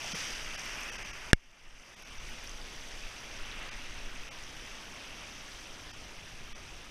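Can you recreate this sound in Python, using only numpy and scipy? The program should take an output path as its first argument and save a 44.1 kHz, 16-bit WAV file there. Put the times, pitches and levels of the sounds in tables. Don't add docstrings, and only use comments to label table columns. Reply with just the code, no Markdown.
import sys
import numpy as np
from scipy import signal
from scipy.fft import rfft, irfft
from scipy.io import wavfile
from scipy.ndimage import uniform_filter1d

SR = 44100
rng = np.random.default_rng(int(sys.argv[2]) if len(sys.argv) > 2 else 0)


def dump_mix(stems):
    frames = np.atleast_2d(stems).T
    limited = np.clip(frames, -1, 1)
    pcm = np.round(limited * 32767).astype(np.int16)
    wavfile.write(sys.argv[1], SR, pcm)


def boost(x):
    u = np.asarray(x, float) / 20
    return 10 ** u


N = 304290

SMACK_S = 1.33167


def evened(x):
    return x / np.sqrt(np.mean(x ** 2) + 1e-20)


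def read(points, hz):
    f, value = np.transpose(points)
    return np.interp(np.log(hz + 1), np.log(f + 1), value)


def add(mix, s, sound):
    part = mix[round(s * SR):][:len(sound)]
    part += sound[:len(part)]


def humps(t, events):
    return sum(height * np.exp(-((t - s) / half) ** 2) for s, height, half in events)


def bubble(hz, cycles, glide):
    u = np.arange(int(3 * cycles * SR / hz) + 8) * hz / SR / cycles
    envelope = 2 * u * np.exp(1 - 2 * u)
    return envelope * np.sin(2 * np.pi * cycles * u * (1 + glide * u))


def bubbles(per_s, cycles, spread_db, count):
    strength = boost(spread_db * np.minimum(rng.exponential(1, N), 4))
    bursts = strength * (rng.random(N) < per_s / SR)
    kind = rng.integers(0, count, N)
    out = np.zeros(N)
    for k, hz in enumerate(np.geomspace(500, 14000, count)):
        ring = bubble(hz, cycles, glide=.08)
        ring = ring / np.linalg.norm(ring) * np.sqrt(hz)
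        out += signal.oaconvolve(bursts * (kind == k), ring)[:N]
    return evened(out)


def rapids():
    # t/s, roar/dB, spray/dB
    course = [(0.0, -43.5, -47), (0.2, -40, -42), (0.45, -43.5, -48.5), (0.7, -42, -48.5),
              (0.9, -41.5, -49.5), (1.2, -47, -54), (1.8, -47, -53), (2.25, -47.5, -52.5), (2.55, -51, -55),
              (2.9, -49.5, -53), (3.35, -48, -54.5), (3.65, -45, -54.5), (3.9, -49, -55.5),
              (4.7, -49.5, -54.5), (5.15, -49, -55), (5.5, -51, -54), (6.0, -52, -56.5), (6.9, -52.5, -58)]
    # from f/Hz, to f/Hz
    bands = [(1000, 4000), (150, 900), (4500, 7000), (7500, 14000)]
    # f/Hz, level/dB per Hz
    housing = [(170, -3), (600, -7.5), (1100, -5), (2700, 0.8), (3350, -4), (4050, -11.5), (4450, -11.5),
               (4750, -6), (5150, -7), (5700, -3.5), (6350, -7), (6750, -16), (9600, -20.5), (15000, -34)]
    # t/s, level/dB
    film = [
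        (0, 1),
        (.9, -2.5),
        (1.9, -1.5),
        (2.4, 3),
    ]

    near = .45
    hiss = rng.standard_normal(N)
    close = bubbles(4000, cycles=5., spread_db=-0.5, count=36)
    raw = np.sqrt(1 - near) * hiss + np.sqrt(near) * close
    hz, t, z = signal.stft(raw, SR, nperseg=512, noverlap=384)
    z /= np.sqrt(uniform_filter1d(np.mean(abs(z) ** 2, 1), size=9))[:, None]

    shape_db = read(housing, hz)
    s, roar_db, spray_db = np.transpose(course)
    churn_db = -54.5 + .3 * (roar_db + 51)
    mist_db = -64 + 0.83 * (spray_db + 54.5)
    levels = [roar_db, churn_db, spray_db, mist_db]
    field, centre = [], []
    for (lo, hi), level in sorted(zip(bands, levels), key=lambda pair: pair[0][0]):
        inside = (hz >= lo) & (hz < hi)
        band_db = 10 * np.log10(np.sum(boost(shape_db[inside]) ** 2))
        field.append(np.interp(t, s, level) - band_db)
        centre.append(np.log(lo * hi) / 2)
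    place = np.interp(np.log(hz + 1), centre, range(len(bands)))
    share = np.maximum(1 - abs(place[:, None] - np.arange(len(bands))), 0)

    patches, gusts = rng.standard_normal((2, len(hz), len(t)))
    patches = evened(uniform_filter1d(uniform_filter1d(patches, size=6, axis=0), size=20, axis=1))
    gusts = evened(uniform_filter1d(uniform_filter1d(gusts, size=60, axis=0), size=5, axis=1))

    notch_hz, notch_width_hz = 3940, 720
    notch = np.exp(-((hz - notch_hz) / notch_width_hz) ** 2)
    z *= boost(np.outer(notch, np.interp(t, *np.transpose(film))))
    ring_hz, ring_width_hz = 2600, 440
    ring = np.exp(-((hz - ring_hz) / ring_width_hz) ** 2)
    ring_db = .5 * np.interp(t, s, roar_db - spray_db - 6.)
    z *= boost(np.outer(ring, ring_db))
    z *= boost(shape_db[:, None] + share @ field + 0.77 * patches + 0.29 * gusts - 1.63)
    water = signal.istft(z, SR, nperseg=512, noverlap=384)[1][:N]

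    hz = np.fft.rfftfreq(N, 1 / SR)
    low_cut = 1 / np.sqrt(1 + (181.0 / (hz + 1)) ** 8)
    return irfft(rfft(water) * low_cut, N)


def lumps(tone, db):
    colour = boost(read(tone, np.fft.rfftfreq(N, 1 / SR)))
    low = irfft(rfft(rng.standard_normal(N)) * colour, N)
    return low / np.sqrt(uniform_filter1d(low ** 2, size=13000)) * boost(db)


def buffeting():
    # f/Hz, level/dB per Hz
    heave_tone = [(2.4, -27), (4.0, 9), (21, 7), (29, 3.5), (40, -13), (52, -39), (88, -120)]
    # f/Hz, level/dB per Hz
    slosh_tone = [(25, -22), (42, 1.3), (85, -6.5), (150, -9.5), (210, -30.5), (400, -80)]
    # t/s, peak level/dB, half length/s
    surges = [(0.417, -43, 0.1), (0.782, -50, 0.12), (1.128, -46.5, 0.091), (1.46, -40, .05),
              (1.71, -38, 0.066), (2.228, -40.5, 0.086), (2.603, -45.5, 0.24), (3.0, -39, 0.051),
              (3.506, -40, .12), (3.787, -43, .07), (4.075, -39.5, 0.14), (4.55, -46.5, 0.13),
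              (5.48, -56, 0.06), (5.737, -52.5, .07), (6.1, -55, .15), (6.52, -46.5, 0.18)]
    # t/s, extra slosh level/dB, half length/s
    slops = [
        (.15, 4, .1),
        (1.05, 3, .15),
        (2.24, 5.5, 0.11),
        (3.95, 3, .07),
        (4.75, -2.5, .15),
        (5.95, 4.5, .12),
        (6.33, 3, .08),
        (6.68, 4.5, .08),
    ]
    calm_db = -54
    t = np.arange(0, N / SR + .01, .005)
    power = boost(calm_db) ** 2 + humps(t, [(s, boost(db) ** 2, half) for s, db, half in surges])
    heave_db = 10 * np.log10(power)
    slosh_db = -58.5 + 0.17 * (heave_db - calm_db) + humps(t, slops)
    fine = np.arange(N) / SR
    heave = lumps(heave_tone, np.interp(fine, t, heave_db))
    return heave + lumps(slosh_tone, np.interp(fine, t, slosh_db))


def droplets():
    # t/s, peak level/dB, f/Hz
    spray_drops = [(0.187, -39, 9260), (0.5484, -51, 8550), (0.595, -46, 8700), (0.6484, -44, 8450),
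                   (0.6555, -40, 10500), (0.8076, -39, 11500), (0.8345, -41, 8930), (1.2624, -51, 9190),
                   (1.9004, -53, 8220), (1.9974, -46, 10100), (2.0228, -38, 10400), (2.0364, -49.5, 8220),
                   (2.1116, -45, 8880), (2.2937, -45, 13000), (2.4409, -43, 11500), (2.4793, -45, 8050),
                   (2.4954, -44, 8090), (2.5755, -50.5, 8570), (3.1183, -50, 8660), (3.3598, -50, 8700),
                   (4.4258, -46, 9310), (4.4374, -47, 8700), (4.6104, -54, 8230), (4.7197, -48, 8370),
                   (5.6904, -53, 8090), (5.7294, -49, 8900), (6.3854, -55, 8440), (6.5136, -54, 8640)]
    # t/s, peak level/dB, f/Hz
    plops = [(0.0433, -27.5, 5760), (0.1184, -30, 4620), (0.209, -31, 5960), (0.595, -29, 6020),
             (0.833, -31, 6090), (2.474, -31.5, 5640), (2.4942, -31, 6000), (2.5162, -35, 4780),
             (2.6154, -36, 4800), (3.1896, -38, 5660), (3.5143, -36, 3790), (3.8237, -42, 5590),
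             (4.4373, -34, 5570), (4.4667, -39, 5310), (4.9397, -44, 5470), (5.4804, -38, 6060),
             (6.557, -40, 5700)]
    # t/s, peak level/dB, f/Hz, length/cycles
    gulps = [
        (.133, -37, 205, 2.6),
        (.044, -37, 820, 4.),
        (.151, -40, 1400, 5.),
        (.142, -43, 560, 5.),
    ]
    out = np.zeros(N)
    for s, db, hz in spray_drops:
        add(out, s + .001, boost(db + 0.5) * bubble(hz, cycles=2.6, glide=0.038))
    for s, db, hz in plops:
        add(out, s, boost(db - 4.5) * bubble(hz, cycles=6.8, glide=0.013))
    for s, db, hz, cycles in gulps:
        add(out, s, boost(db) * bubble(hz, cycles, glide=-0.095))
    return out


def ducking():
    look_ahead_s, let_go_s = .0145, 0.038
    clamp_db, clamp_more_db = -13, -10
    duck_db, recover_db_per_s = -17.5, 17.5
    t = np.arange(N) / SR - SMACK_S
    slow_db = np.minimum(duck_db + recover_db_per_s * t, 0)
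    grip_s = [-look_ahead_s - .0015, -look_ahead_s, .003, let_go_s]
    grip_db = np.interp(t, grip_s, [0, clamp_db, clamp_db + clamp_more_db, duck_db])
    return boost(np.where(t < let_go_s, grip_db, slow_db))


def smack():
    # f/Hz, level/dB, t60/s
    port = [(1650, 2, 0.0068), (2780, -14.5, 0.016), (3310, 0, 0.003), (4320, -15, 0.0046),
            (5330, -8.5, 0.0048), (8900, -18, 0.0028), (12600, -22, 0.003)]
    # f/Hz, level/dB, t60/s
    shell = [(1390, -33, .025), (2175, -28, .04), (2330, -30, .03), (4775, -42, .035), (8300, -46, .018)]
    t = np.arange(SR // 5) / SR
    pull = -1.1 * np.exp(-(t / 0.0016) ** 1.13)
    rings = np.zeros(len(t))
    for hz, db, t60 in [*port, *shell]:
        rings -= boost(db - 60 * t / t60) * np.cos(2 * np.pi * hz * t - .9)
    rough = np.diff(uniform_filter1d(rng.standard_normal(len(t) + 1), size=4))
    spatter = boost(-35 - 60 * t / 0.016) * rough

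    leak_hz, damping = 14., .88
    w = 2 * np.pi * leak_hz
    leak = signal.bilinear([1, 0, 0], [1, 2 * damping * w, w ** 2], SR)
    blow = signal.lfilter(*leak, pull + rings + spatter)
    out = np.zeros(N)
    add(out, SMACK_S - 3 / SR, .6 * np.hanning(6)[1:-1])
    add(out, SMACK_S, boost(-2) * blow)
    return out


def scene():
    water = rapids() + buffeting() + droplets()
    below_edge = np.fft.rfftfreq(N, 1 / SR) < 15290
    water = irfft(rfft(water) * below_edge, N)
    return (water * ducking() + smack())[None]


def bridged(x, count):
    # t/s, fade out/s, hold/s, level/dB
    lost = [(.138, .006, .003, -20), (.568, .007, .003, -20), (.910, .007, .002, -23),
            (.974, .006, .002, -22), (1.038, .006, .002, -21), (1.121, .006, .005, -19),
            (1.954, .007, .003, -22), (2.039, .002, .005, -20), (2.188, .006, .004, -9),
            (3.702, .007, .005, -20), (4.294, .002, .009, -44), (5.922, .007, .004, -20),
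            (6.534, .002, .010, -36)]
    fade_in_s = .0065
    out, n = x.copy(), np.arange(2048)
    for s, fall, hold, db in lost:
        start = round(s * SR) - 1024
        piece = x[start:start + 2048]
        z = rfft(piece[512:1536] * np.hanning(1024), 2048)
        tops = signal.argrelmax(abs(z), order=8)[0]
        strength = abs(z[tops]) * np.cbrt(tops)
        tops = tops[np.argsort(strength)[-count:]]
        turning = np.exp(2j * np.pi * np.outer(n - 512, tops) / 2048)
        tones = (z[tops] / 256 * turning).real.sum(1)
        tones = .85 * (tones - uniform_filter1d(tones, size=100))
        slow = uniform_filter1d(uniform_filter1d(piece, size=50), size=50)
        dip_s = [-fall, 0, hold, hold + fade_in_s]
        kept = boost(np.interp((n - 1024) / SR, dip_s, [0, db, db, 0]))
        out[start:start + 2048] = slow + kept * (piece - slow) + np.sqrt(1 - kept ** 2) * tones
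    return out


def band_limit(x):
    return signal.sosfilt(signal.butter(12, 16580, fs=SR, output="sos"), x)


def record(dry):
    clipped = np.clip(dry[0], -.92, .92)
    soft = signal.filtfilt(*signal.butter(3, 10800, fs=SR), clipped)
    near_smack = np.exp(-((np.arange(N) / SR - SMACK_S) / .004) ** 4)
    mic = dry[0] + near_smack * (soft - dry[0])
    top_cut = signal.firwin(255, 16500, window=("kaiser", 9), fs=SR)
    mic = signal.oaconvolve(mic, top_cut, "same")
    return band_limit(bridged(mic, count=8)[None])


dry = scene()
out = record(dry)
dump_mix(out)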